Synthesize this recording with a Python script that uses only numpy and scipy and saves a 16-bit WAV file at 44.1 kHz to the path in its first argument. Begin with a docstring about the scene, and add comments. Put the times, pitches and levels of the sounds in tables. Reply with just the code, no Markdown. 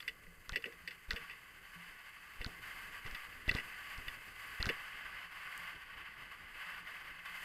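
"""A thin hiss of hose spray and a clatter of gear, heard from a closed housing on a helmet in a
burning building. The housing's resonances colour the spray, which sputters and comes in surges over
a low rumble of fire and movement. Gear knocks and rattles, a strap or clip ticks on the housing,
shoves pull the microphone's diaphragm and let it snap back, and soft bumps set the shell humming."""
import sys
import numpy as np
from scipy import signal
from scipy.fft import rfft, irfft
from scipy.io import wavfile

SR = 44100
rng = np.random.default_rng(int(sys.argv[2]) if len(sys.argv) > 2 else 0)


def to_wav(sig):
    """Store sig (one row per channel, or 1-D mono) as 16-bit WAV at the path in sys.argv[1].

    Samples outside -1..1 are clipped; the rate is SR.
    """
    pcm = np.clip(np.atleast_2d(sig), -1, 1) * 32767
    pcm = np.round(pcm).astype(np.int16)
    wavfile.write(sys.argv[1], SR, pcm.T)  # frames by channels


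N = 328104

# The spray's bed between surges. Each row: time in seconds, hiss in dB, treble in dB relative to the hiss.
SPRAY_BED = [(0.0, -57.5, -9.5), (0.17, -64.5, -8.5), (0.4, -63, -8), (0.69, -57.5, -11.5),
             (0.8, -60.5, -11), (1.08, -60, -11), (1.2, -50, -16.5), (1.47, -60, -12), (1.76, -54, -13.5),
             (2.02, -57, -14.5), (2.5, -54.5, -13), (3.4, -54.5, -14.5), (4.5, -53.5, -13.5),
             (5.15, -55, -18.5), (5.6, -53.5, -16), (6.0, -53, -20.5), (6.5, -54.5, -17), (7.2, -54.5, -18),
             (7.44, -54.5, -12.5)]
# The jet surges, holds and drops back. Each row: start in seconds, hold in seconds, added hiss in dB.
SPRAY_SURGES = [(2.05, 0.035, -57.5), (2.617, 0.35, -51.5), (3.041, .21, -51.5), (3.525, 0.61, -51.5),
                (4.205, 0.064, -52), (4.387, 0.76, -50.5), (5.16, 0.082, -49.5), (5.309, .2, -50),
                (5.517, 0.19, -50), (5.793, 0.023, -60), (5.968, .04, -50.5), (6.048, 0.011, -52.5),
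                (6.198, 0.052, -53.5), (6.309, 0.023, -51.5), (6.54, 0.15, -50), (6.661, .12, -50.5),
                (6.862, .14, -51), (7.032, 0.069, -53.5), (7.177, 0.021, -53.5), (7.248, .3, -49)]
# The housing's resonances. Each row: pitch in Hz, width in Hz, relative level in dB.
HOUSING_LOW_MODES = [(846, 630, -13.5), (1147, 99, -0.5), (1510, 121, 0), (1695, 187, 0), (2049, 181, 1),
                     (2620, 126, -1.5), (2984, 273, -5.5)]
HOUSING_MID_MODES = [(3700, 660, -34), (4665, 500, 27)]
HOUSING_HIGH_MODES = [(6180, 640, -6.5), (7730, 830, -4), (9520, 430, 0.5), (12460, 1030, -1.5),
                      (14440, 1100, -8), (16400, 730, -12)]
# The tone of fire and movement. Each row: frequency in Hz, relative spectral level in dB.
RUMBLE_SPECTRUM = [(8.8, -21), (15, 6.5), (123, -6), (173, -9.5), (203, -10.5), (355, -12.5), (424, -11.5),
                   (768, -20.5), (970, -28.5), (1100, -14.5), (1430, -22), (2420, -120)]
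# The rumble's slow rise and fall. Each row: time in seconds, level in dB.
RUMBLE_LEVELS = [(0.0, -67.5), (0.6, -66.5), (2.2, -69), (2.6, -62), (3.35, -67), (3.7, -63.5),
                 (4.9, -64.5), (6.3, -66.5), (7.44, -65)]
# Gear hitting the housing. Each row: start in seconds, rattle level in dB, bright part and hollow part
# in dB relative to the rattle, seconds for the rattle to fall 60 dB.
GEAR_KNOCKS = [(0.0024, -54, -3, -20, 0.079), (0.026, -53, -12, -12, 0.034), (0.0783, -37, -9, -24, 0.069),
               (0.2358, -56, -15, -22, 0.037), (0.2668, -58, -23, -2, 0.037), (0.493, -51, -8, -8, 0.043),
               (0.5312, -45, -17, -24, 0.11), (0.558, -30.5, -11, -11, 0.036),
               (0.571, -43.5, -10, -8, 0.058), (0.623, -51.5, -6.5, -28, 0.034),
               (0.6404, -33, -23, -18, 0.021), (0.656, -43.5, -12.5, -0.5, 0.068),
               (0.7233, -51.5, -10, -11, 0.041), (0.8755, -43, -8, -16, 0.071),
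               (0.9069, -47, -10.5, -28, 0.086), (1.108, -37.5, -9, -9.5, 0.051),
               (1.161, -37.5, -15.5, -15.5, 0.072), (1.297, -49.5, -15, -21, 0.17),
               (2.4139, -42.5, -11.5, -12, 0.058), (2.4465, -53, -12, -4, 0.036),
               (3.0596, -46.5, -17, -15, 0.09), (3.147, -40.5, -9.5, -32, 0.043),
               (3.484, -40, -17, -25, 0.047), (3.4917, -29.5, -13, -33, 0.04),
               (3.515, -47, -12, -22, 0.067), (3.5397, -50, -2, -19, 0.041), (3.5639, -39.5, -12, -27, 0.1),
               (3.5844, -40.5, -15, -20, 0.035), (3.5972, -45, -18, -15, 0.045),
               (4.0816, -35, -13.5, -31, 0.023), (4.6028, -42, -16, -18, 0.056),
               (4.627, -45, -14, -15, 0.049), (4.6415, -46, -20, -20, 0.038), (4.6568, -52, -6, -15, 0.045),
               (4.6899, -32, -13, -22, 0.056), (4.6954, -33, -17, -2.5, 0.027),
               (7.2555, -52, -4, -30, 0.045)]
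# The four colours of knocked gear. Each row: pitch in Hz, width in Hz, relative level in dB.
GEAR_BODY_MODES = [(1953, 124, 1), (2683, 120, -2), (2932, 106, -7)]
GEAR_BRIGHT_MODES = [(3485, 87, 13.5), (4710, 490, 6), (6450, 92, -21), (7900, 114, -1),
                     (10060, 300, -11.5), (11970, 820, -6)]
GEAR_WOODY_MODES = [(1510, 160, 0)]
GEAR_HOLLOW_MODES = [(470, 61, 5), (256, 150, -4.5)]
# A strap or clip on the housing. Each row: start in seconds, envelope peak in dB, pitch in Hz,
# ring length in cycles, woody rattle in dB.
STRAP_TICKS = [(0.004, -42, 3400, 32, -60), (0.026, -47, 4540, 25, -60), (0.4938, -25.5, 4600, 2.6, -42.5),
               (0.5217, -36, 3600, 5.5, -66), (1.1074, -23.5, 4170, 8.1, -41),
               (1.1164, -36, 4680, 5.5, -54), (1.126, -41, 4880, 5.5, -50), (1.133, -31, 3710, 2.8, -58),
               (2.4457, -28.5, 4370, 10, -45), (2.463, -32, 3700, 4.6, -58), (3.0662, -42, 4600, 5.9, -58),
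               (3.075, -47, 4990, 5.5, -60), (3.112, -43, 4960, 5.5, -67), (3.4788, -36, 3620, 6.4, -55),
               (3.5135, -28.5, 4250, 12, -46), (3.5504, -28.5, 4000, 5.4, -49),
               (3.979, -41, 4740, 5.5, -64), (4.6275, -21, 4260, 11, -41), (4.6436, -48, 4830, 5.5, -48),
               (4.6569, -26, 4500, 3.2, -40), (4.6663, -27, 3750, 3.7, -58), (4.6724, -42, 3600, 5.5, -63),
               (5.5778, -32.5, 9400, 3.4, -62)]
# Shoves on the helmet. Each row: time of deepest pull in seconds, depth in dB, build-up in seconds,
# release in seconds.
HELMET_SHOVES = [(.262, -55, .01, 0.024), (.486, -49, .004, 0.011), (.524, -36, 0.026, 0.003),
                 (1.088, -40, 0.0093, 0.014), (1.135, -35.5, 0.017, 0.0048), (2.406, -36.5, 0.029, 0.0052),
                 (2.465, -33.5, 0.0069, 0.003), (3.053, -42, 0.0035, 0.0063), (3.061, -43.5, 0.0038, 0.032),
                 (3.126, -41.5, 0.01, 0.015), (3.481, -30, 0.0025, 0.012), (3.512, -33.5, 0.0018, 0.0031),
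                 (3.551, -27.5, .003, 0.0026), (3.566, -52, 0.0026, 0.0047), (3.984, -40.5, 0.024, 0.0041),
                 (4.079, -42.5, .035, 0.0055), (4.602, -32, 0.0034, 0.01), (4.648, -39, 0.012, 0.0069),
                 (4.669, -29, 0.0033, 0.0036), (4.68, -46, 0.0042, 0.0028)]
# Soft bumps on the shell. Each row: start in seconds, level in dB.
SHELL_BUMPS = [(0.268, -54), (0.83, -57), (1.201, -60), (1.754, -51), (5.24, -60), (5.589, -57.5),
               (6.66, -59), (6.796, -61), (7.279, -61)]


def from_db(db):
    """Turn dB into gain."""
    return 10 ** (np.asarray(db) / 20)


def rms_one(x):
    """Scale to rms 1."""
    return x / np.sqrt(np.mean(x ** 2) + 1e-20)


def curves(rows):
    """Draw each column of a timed table as a curve, one value a sample."""
    times, *columns = np.transpose(rows)
    return [np.interp(np.arange(N) / SR, times, column) for column in columns]


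def drift(rate_hz):
    """A smooth random wobble of rms 1."""
    r = np.exp(-2 * np.pi * rate_hz / SR)
    return rms_one(signal.lfilter([1], [1, -2 * r, r * r], rng.standard_normal(N + SR))[SR:])


def resonance(x, hz, width_hz):
    """A two-pole resonance with gain 1 at its peak."""
    r = np.exp(-np.pi * width_hz / SR)
    poles = [1, -2 * r * np.cos(2 * np.pi * hz / SR), r * r]
    return signal.lfilter([(1 - r * r) / 2, 0, (r * r - 1) / 2], poles, x + 1e-18)


def modes(x, table, low_hz, high_hz):
    """Parallel resonances of alternating sign inside a band; white noise keeps its level."""
    band = signal.butter(3, [low_hz, high_hz], "band", fs=SR, output="sos")
    impulse = np.r_[1., np.zeros(4095)]   # runs ahead of the sound to set the gain
    out = sum((-1) ** k * from_db(db) * signal.sosfilt(band, resonance(np.r_[impulse, x], hz, width_hz))
              for k, (hz, width_hz, db) in enumerate(table))
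    return out[len(impulse):] / np.sqrt(np.sum(out[:len(impulse)] ** 2))


def add(track, start, sound):
    """Mix a sound into a track, start in seconds."""
    at = round(start * SR)
    track[at:at + len(sound)] += sound[:N - at]


def hose_spray(sputter_db=1.21, flicker_db=0.18, rise_s=0.011, fall_s=0.023, treble_follows=0.74):
    """Jet noise rings the housing in three bands that surge and sputter together, the treble less so."""
    bed_db, treble_db = curves(SPRAY_BED)
    t, power = np.arange(N) / SR, from_db(bed_db) ** 2
    for start, hold, db in SPRAY_SURGES:
        corners = np.cumsum([start, rise_s, hold, fall_s])
        power += from_db(db) ** 2 * np.interp(t, corners, [0, 1, 1, 0])
    swell_db = 10 * np.log10(power) - bed_db + sputter_db * drift(22.0)
    low_db = bed_db + swell_db
    high_db = bed_db + treble_db + treble_follows * swell_db
    mid_db = (low_db + high_db) / 2 - 10
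    low, mid, high = (from_db(db + flicker_db * drift(33.0)) * rng.standard_normal(N)
                      for db in (low_db, mid_db, high_db))
    return (modes(low, HOUSING_LOW_MODES, 430, 3380) + modes(mid, HOUSING_MID_MODES, 3100, 5530)
            + modes(high, HOUSING_HIGH_MODES, 3450, 18000))


def fire_rumble(lumpy_db=2.5):
    """Fire and movement lay down a low noise that swells in lumps."""
    hz, db = np.transpose(RUMBLE_SPECTRUM)
    bin_hz = np.arange(N // 2 + 1) * SR / N
    tone = from_db(np.interp(np.log(bin_hz + 1), np.log(hz), db))
    level_db = curves(RUMBLE_LEVELS)[0] + lumpy_db * drift(9.9)
    return from_db(level_db) * rms_one(irfft(rfft(rng.standard_normal(N)) * tone, N))


def gear_knocks(uneven_db=5.5, contact_db=6.5, woody_db=-15, hollow_stretch=2.0, tick_t60_s=0.042):
    """A firm contact and a dying, uneven rattle ring the gear; strap ticks stir its woody mode too."""
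    body, bright, woody, hollow = np.zeros((4, N))
    t = np.arange(SR // 5) / SR
    noise, unevenness = rng.standard_normal((2, len(GEAR_KNOCKS) + len(STRAP_TICKS), len(t)))
    rattles = noise * from_db(uneven_db * unevenness)
    rattles[:, :6] = from_db(contact_db)   # a blunt first contact
    # the hollow cavity speaks late and rings longer
    hollow_attack = 1 - np.exp(-t / 0.0018)
    for (start, db, bright_db, hollow_db, t60), rattle, air in zip(GEAR_KNOCKS, rattles, noise):
        fall_db = -60 * t / t60
        for track, part_db in (body, 0), (bright, bright_db), (woody, woody_db):
            add(track, start, rattle * from_db(db + part_db + fall_db))
        add(hollow, start, air * hollow_attack * from_db(db + hollow_db + fall_db / hollow_stretch))
    for (start, *_, db), rattle in zip(STRAP_TICKS, rattles[len(GEAR_KNOCKS):]):
        add(woody, start, rattle * from_db(db - 60 * t / tick_t60_s))
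    return (modes(body, GEAR_BODY_MODES, 1310, 4340) + modes(bright, GEAR_BRIGHT_MODES, 2980, 15200)
            + modes(woody, GEAR_WOODY_MODES, 840, 2110) + modes(hollow, GEAR_HOLLOW_MODES, 150, 910))


def strap_ticks():
    """A strap or clip taps the housing: a small, dry ping that swells and dies in milliseconds."""
    out, t = np.zeros(N), np.arange(SR // 100) / SR
    for start, db, hz, cycles, _ in STRAP_TICKS:
        age = 8 * t * hz / cycles   # 1 at the envelope's peak
        add(out, start, from_db(db) * age * np.exp(1 - age) * np.sin(2 * np.pi * hz * t))
    return out


def helmet_shoves(settle_s=0.026, judder_db=-16, judder_s=0.025):
    """Pressure on the diaphragm sinks ever faster, snaps past rest and settles; the mount judders."""
    thumps, judder = np.zeros((2, N))
    t = np.arange(SR // 5) / SR
    for deepest, db, build, release in HELMET_SHOVES:
        overshoot = 0.059 + 39 * release   # a slow release swings further past rest
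        pull = -np.linspace(0, 1, round(build * SR)) ** 2.3
        snap = (1 + overshoot) * np.sin(np.linspace(0, np.pi / 2, round(release * SR))) ** 2 - 1
        settle = overshoot * np.exp(-t / settle_s)
        add(thumps, deepest - build, from_db(db) * np.r_[pull, snap, settle])
        add(judder, deepest, from_db(db + judder_db) * np.exp(-t / judder_s))
    mount_band = signal.butter(1, [70, 350], "band", fs=SR, output="sos")
    return thumps + judder * rms_one(signal.sosfilt(mount_band, rng.standard_normal(N)))


def helmet_shell(hz=172.5, attack_s=0.0082, t60_s=0.3, hum_db=-79.5):
    """The shell rings on one low note after each bump and hums faintly on it throughout."""
    rings, t = np.zeros(N), np.arange(SR // 2) / SR
    note = (1 - np.exp(-t / attack_s)) * np.sin(2 * np.pi * hz * t)
    for start, db in SHELL_BUMPS:
        add(rings, start, from_db(db - 60 * t / t60_s) * note)
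    hum = rms_one(resonance(rng.standard_normal(N), hz, width_hz=5.6))
    return rings + from_db(hum_db) * hum


def scene():
    """A mono mix: spray comes through the housing, touches reach the diaphragm through its mount."""
    touches = gear_knocks() + strap_ticks() + helmet_shoves()
    return (hose_spray() + touches + helmet_shell() + fire_rumble())[None]


def record(dry):
    """A gentle low cut at 6 Hz and a steep high cut at 16 kHz."""
    dry = signal.sosfilt(signal.butter(1, 6.0, "high", fs=SR, output="sos"), dry)
    return signal.sosfilt(signal.cheby2(20, 60, 16000, fs=SR, output="sos"), dry)


dry = scene()
out = record(dry)
to_wav(out)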